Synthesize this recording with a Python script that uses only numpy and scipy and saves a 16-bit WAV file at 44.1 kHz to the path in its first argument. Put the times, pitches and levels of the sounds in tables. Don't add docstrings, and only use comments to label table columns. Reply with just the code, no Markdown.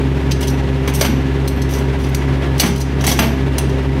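import sys
import numpy as np
from scipy import signal
from scipy.fft import rfft, irfft
from scipy.io import wavfile
from scipy.ndimage import uniform_filter1d

SR = 44100
rng = np.random.default_rng(int(sys.argv[2]) if len(sys.argv) > 2 else 0)


def transcribe(signal):
    frames = np.atleast_2d(signal).T
    limited = np.clip(frames, -1, 1)
    pcm = np.round(limited * 32767).astype(np.int16)
    wavfile.write(sys.argv[1], SR, pcm)


N = 176400
T = np.arange(N) / SR

# firing_multiple, level_db
FIRING_TONES = [(1, -19.5), (2, -21), (3, -37), (4, -38.5), (5, -38.5), (6, -39.5), (8, -46.5)]
# firing_multiple, level_db
UNEVEN_TONES = [(.625, -48.5), (.667, -46.5), (.875, -41), (1.5, -46), (1.75, -55), (2.25, -48),
                (2.437, -59), (4.5, -39.5), (5.25, -43), (6.5, -45.5), (7.5, -47.5)]
# blade_rate_multiple, level_db
FAN_TONES = [(1, -31.5), (2, -27), (3, -29.5), (4, -44.5)]
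# frequency_hz, relative_db
ROAR_EQ = [(20, -44), (33, -29), (48, -21), (65, -10.5), (88, 1.5), (112, 0), (160, 3), (195, -4.5),
           (235, -0.5), (290, -3), (380, -2.5), (470, -8.5), (700, -11.5), (950, -13.5), (1250, -17),
           (2000, -17), (3400, -23.5), (4500, -30.5), (6000, -34.5), (7300, -40), (10000, -43),
           (13000, -47.5), (15500, -52)]
# pitch_hz, width_hz, level_db
WHINES = [(930, 76, -42.5), (1703, 5.3, -46), (1973, 45, -47.5), (2790, 7.7, -53.5)]
# start_s, low_drive_db, high_drive_db, decay_s
CLINKS = [(.309, -24.5, -33, 0.0055), (0.315, -19, -26, 0.0044), (.407, -27, -28.5, .01),
          (0.425, -26.5, -29, 0.013), (.470, -28.5, -28.5, 0.0089), (0.478, -26, -29, 0.0077),
          (.498, -34, -33, .008), (.936, -35, -26, .008), (0.945, -24.5, -21, .01), (.988, -38, -36, .01),
          (1.475, -23.5, -23.5, .005), (1.617, -23.5, -32, 0.0036), (1.735, -27, -43, 0.0043),
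          (1.783, -36, -33, 0.01), (2.039, -31, -39, .005), (2.088, -40, -38, .006),
          (2.145, -22, -23.5, .003), (2.758, -29, -30, .005), (2.778, -34, -32, 0.0039),
          (2.811, -30, -26.5, 0.0054), (3.008, -30, -35, 0.015), (3.581, -19, -15.5, .004),
          (3.692, -32.5, -41, 0.0089)]
# pitch_hz, width_hz, relative_db
JINGLE_MODES = [(2755, 10, 5), (4380, 21, -4), (4820, 58, 6.5), (5500, 31, 7), (5760, 36, 11.5),
                (6050, 47, 12.7), (6290, 49, 11.2), (7200, 34, 4), (8270, 26, 11), (9230, 66, 8),
                (10120, 55, 7)]
# frequency_hz, relative_db
BRIGHT_EQ = [(500, -28), (2000, -1.5), (4000, 3), (5000, 0), (5900, 3.5), (6800, -3.5), (9000, -2.5),
             (12500, -3.5), (13400, 1), (14200, -24), (15500, -4.5)]
# frequency_hz, t60_s
TAIL_DECAY = [(200, 0.39), (1000, 0.29), (3000, 0.37), (6000, 0.46), (10000, 0.3), (15000, 0.13)]
# start_s, level_db
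THUDS = [(0.323, -16), (0.477, -18), (1.044, -14), (1.083, -12), (1.564, -17.5), (2.633, -5), (2.685, -8),
         (3.074, -11), (3.196, -8), (3.222, -8.5), (3.256, -10), (3.649, -12)]
# pitch_hz, relative_db, t60_s
PANEL_MODES = [(88, -8.5, 0.32), (171.6, -10.5, 0.22), (199.3, -3, 0.15), (229.7, -3, 0.17),
               (250, 0.5, 0.13), (292.7, -4.5, 0.089), (367, -7.5, 0.13)]
# start_s, level_db
BAR_RINGS = [(.497, -48), (.95, -36), (1.011, -27), (1.48, -45), (1.56, -49), (1.735, -42), (2.6, -40),
             (3.075, -27.5), (3.192, -25.5)]
# pitch_hz, relative_db, t60_s
BAR_MODES = [(2130, -6, .2), (2810, 0, 0.26), (3390, -5.5, 0.4), (5455, -21, 0.27), (5900, -6, 0.15),
             (5900, -9, 0.18), (8200, -13, 0.27)]
SING_HZ = [12846, 13149]
# start_s, edge_drive_db, clank_drive_db, decay_s
KNOCKS = [(.875, -27.5, -19, 0.011), (.895, -34, -37, 0.0057), (1.010, -11, -10, 0.0042),
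          (1.023, -34, -17, 0.0094), (1.046, -22.5, -16.5, 0.013), (1.061, -30, -27, 0.0068),
          (2.597, -6.5, -13.5, 0.0086), (2.615, -19, -13.5, 0.013), (2.633, -23, -14, 0.016),
          (2.658, -23.5, -20, 0.028), (3.039, -22.5, -17.5, 0.011), (3.065, -15.5, -36, 0.012),
          (3.075, -16.5, -16, 0.0077), (3.089, -20.5, -27.5, 0.021), (3.113, -20, -19.5, 0.015),
          (3.189, -13, -7, 0.0071), (3.219, -26.5, -17.5, 0.032), (3.582, -30, -24, 0.0064)]
# pitch_hz, width_hz, relative_db
BODY_MODES = [(873, 30, -3), (1430, 88, -9), (2180, 76, -3.5), (2720, 15, -8)]
# frequency_hz, relative_db
CLANK_EQ = [(150, -24), (400, 2), (800, 2.5), (1300, -1), (2200, -1.5), (3300, -5), (4500, -15),
            (7000, -26), (15000, -39)]
# start_s, length_s, drive_db
SCRAPES = [(0.962, 0.12, -33), (1.688, 0.094, -34.5), (1.982, 0.097, -42), (2.576, 0.038, -30),
           (2.794, 0.032, -32.5), (3.168, 0.025, -31)]
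# pitch_hz, relative_db, t60_s
SOCKET_MODES = [(672, 6, 0.49), (850, -8, 0.18), (1630, -16, 0.46), (2200, -11, 0.13)]

FIRING_HZ, BLADE_HZ = 68.34, 132.2
TREBLE_HZ = 6600
CLINK_RISE_S, STRIKE_RISE_S, GRAIN_S = 0.0024, 0.0018, 0.0015


def amp(db):
    return 10 ** (np.asarray(db) / 20)


def unit(x):
    return x / np.sqrt(np.mean(x ** 2) + 1e-20)


def curve_at(points, hz):
    point_hz, value = np.transpose(points)
    return np.interp(np.log(hz + 1), np.log(point_hz), value)


def add(mix, start_s, sound):
    part = mix[max(round(start_s * SR), 0):][:len(sound)]
    part += sound[:len(part)]


def drift(rate_hz):
    hz = np.fft.rfftfreq(N, 1 / SR)
    return unit(irfft(rfft(rng.standard_normal(N)) / (1 + (hz / rate_hz) ** 4), N))


def equalise(x, curve):
    hz = abs(np.fft.fftfreq(4096, 1 / SR))
    log_gain = np.log(amp(curve_at(curve, hz)))
    taps = np.fft.ifft(np.exp(np.conj(signal.hilbert(log_gain)))).real
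    return signal.oaconvolve(x, taps / np.linalg.norm(taps))[:N]


def resonate(x, hz, width_hz):
    radius = np.exp(-np.pi * width_hz / SR)
    return 2 * signal.lfilter([1 - radius], [1, -radius * np.exp(2j * np.pi * hz / SR)], x).real


def tones(table, cycles, waver_db, scatter):
    out = np.zeros(N)
    for multiple, db in table:
        peak = np.sqrt(2) * amp(db + waver_db * drift(4))
        out += peak * np.cos(2 * np.pi * (multiple * cycles + scatter * rng.random()))
    return out


def engine():
    firing = np.cumsum(FIRING_HZ * (1 + 0.00067 * drift(2.7))) / SR
    blades = np.cumsum(BLADE_HZ * (1 + 0.00089 * drift(5.2))) / SR
    drone = tones(FIRING_TONES, firing, waver_db=0, scatter=0)
    lope = tones(UNEVEN_TONES, firing, waver_db=1.5, scatter=0.99)
    fan = tones(FAN_TONES, blades, waver_db=1.5, scatter=0.9)
    throb = 1 + 0.05 * np.cos(2 * np.pi * firing)
    flutter = amp(1.35 * drift(20.7))
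    roar = amp(-23.5) * unit(equalise(rng.standard_normal(N) * throb * flutter, ROAR_EQ))
    whines = np.zeros(N)
    for hz, width_hz, db in WHINES:
        band = resonate(rng.standard_normal(N), hz, width_hz)
        whines += amp(db) * unit(resonate(band, hz, width_hz))
    return drone + lope + fan + roar + whines


def hit_power(hits, rise_s):
    power, t = np.zeros(N), np.arange(SR // 2) / SR
    attack = np.minimum(t / rise_s, 1)
    for start_s, db, decay_s in hits:
        decay = np.exp(-np.maximum(t - 2 * rise_s, 0) / decay_s)
        add(power, start_s, (amp(db) * attack * decay) ** 2)
    return power


def chatter(power, grain_db, grain_s):
    noise = rng.standard_normal(N)
    clumps = amp(grain_db * np.clip(drift(1 / grain_s), -2, 2))
    return np.sqrt(power) * unit(noise * clumps)


def clinks():
    edges = hit_power([(s, db, decay) for s, db, _, decay in KNOCKS], STRIKE_RISE_S)
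    lows = hit_power([(s, db, decay) for s, db, _, decay in CLINKS], CLINK_RISE_S)
    highs = hit_power([(s, db, decay) for s, _, db, decay in CLINKS], CLINK_RISE_S)
    out = np.zeros(N)
    for side, power in [("low", lows), ("high", highs)]:
        crossover = signal.butter(4, TREBLE_HZ, side, fs=SR, output="sos")
        out += signal.sosfilt(crossover, chatter(edges + power, grain_db=3, grain_s=GRAIN_S))
    return out


def contact_spots(touch, spot_count=10, mode_count=26, hold_s=0.008, t60_s=0.056):
    t = np.arange(SR // 8) / SR
    active_spot = rng.integers(0, spot_count, N)[(T / hold_s).astype(int)]
    ringing = np.zeros(N)
    for spot in range(spot_count):
        hz = rng.uniform(2500, 15500, (mode_count, 1))
        partials = np.sin(2 * np.pi * (hz * t + rng.random((mode_count, 1))))
        cluster = partials.sum(0) * amp(-60 * t / t60_s)
        ringing += signal.oaconvolve(touch * (active_spot == spot), cluster / np.linalg.norm(cluster))[:N]
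    wet = amp(-2)
    return (touch + wet * ringing) / np.hypot(1, wet)


def shimmer(touch):
    jingle = sum(amp(db) * resonate(touch, hz, width_hz) for hz, width_hz, db in JINGLE_MODES)
    return equalise(contact_spots(touch) + amp(-7) * jingle, BRIGHT_EQ)


def tail(x):
    hz, t, bands = signal.stft(rng.standard_normal(SR), SR, nperseg=256)
    decay = amp(-60 * t / curve_at(TAIL_DECAY, hz)[:, None])
    impulse = signal.istft(bands * decay, SR, nperseg=256)[1]
    return signal.fftconvolve(x, impulse / np.linalg.norm(impulse))[:N]


def strike(modes, cues, rise_s):
    out, t = np.zeros(N), np.arange(SR * 3 // 4) / SR
    attack = np.minimum(t / rise_s, 1)
    for start_s, level_db in cues:
        for hz, db, t60_s in modes:
            envelope = attack * amp(level_db + db + rng.standard_normal() - 60 * t / t60_s)
            add(out, start_s, envelope * np.sin(2 * np.pi * (hz * t + rng.random())))
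    return out


def panel_thuds():
    return strike(PANEL_MODES, THUDS, rise_s=0.01)


def bar_ring():
    high_pair = [(hz, db, 0.3) for hz, db in zip(SING_HZ, (3, -2))]
    return strike(BAR_MODES + high_pair, BAR_RINGS, STRIKE_RISE_S)


def clanks():
    power = hit_power([(s, db, decay) for s, _, db, decay in KNOCKS], STRIKE_RISE_S)
    clank = equalise(chatter(power, grain_db=-0.5, grain_s=GRAIN_S), CLANK_EQ)
    body = sum(amp(db) * resonate(clank, hz, width_hz) for hz, width_hz, db in BODY_MODES)
    return amp(-1.5) * (clank + body)


def scrapes():
    power = np.zeros(N)
    for start_s, length_s, db in SCRAPES:
        swell = np.sin(np.linspace(0, np.pi, round(length_s * SR))).clip(0)
        add(power, start_s, amp(db) ** 2 * swell)
    return chatter(power, grain_db=4, grain_s=0.0043)


def socket_ring(start_s=3.192, level_db=-21.5):
    return strike(SOCKET_MODES, [(start_s, level_db)], STRIKE_RISE_S)


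def scene():
    bright = shimmer(clinks() + scrapes())
    heavy = clanks() + panel_thuds() + socket_ring()
    bed = engine()
    reverb = amp(-10) * tail(bright) + amp(-3.5) * tail(heavy)
    return (bed + bright + heavy + reverb + bar_ring())[None]


def record(dry, threshold_db=-9, release_db_per_s=11, ceiling=0.78, cutoff_hz=15750):
    level_db = 10 * np.log10(abs(uniform_filter1d(dry[0] ** 2, size=220)) + 1e-12)
    release_db = T * release_db_per_s
    held_db = np.maximum.accumulate(level_db + release_db) - release_db
    duck_db = uniform_filter1d(np.maximum(held_db - threshold_db, 0), size=100)
    limited = np.clip(dry * amp(-duck_db), -ceiling, ceiling)
    lowpass = signal.firwin(401, cutoff_hz, window=("kaiser", 8), fs=SR)
    return signal.oaconvolve(limited, lowpass[None], "same")


dry = scene()
out = record(dry)
transcribe(out)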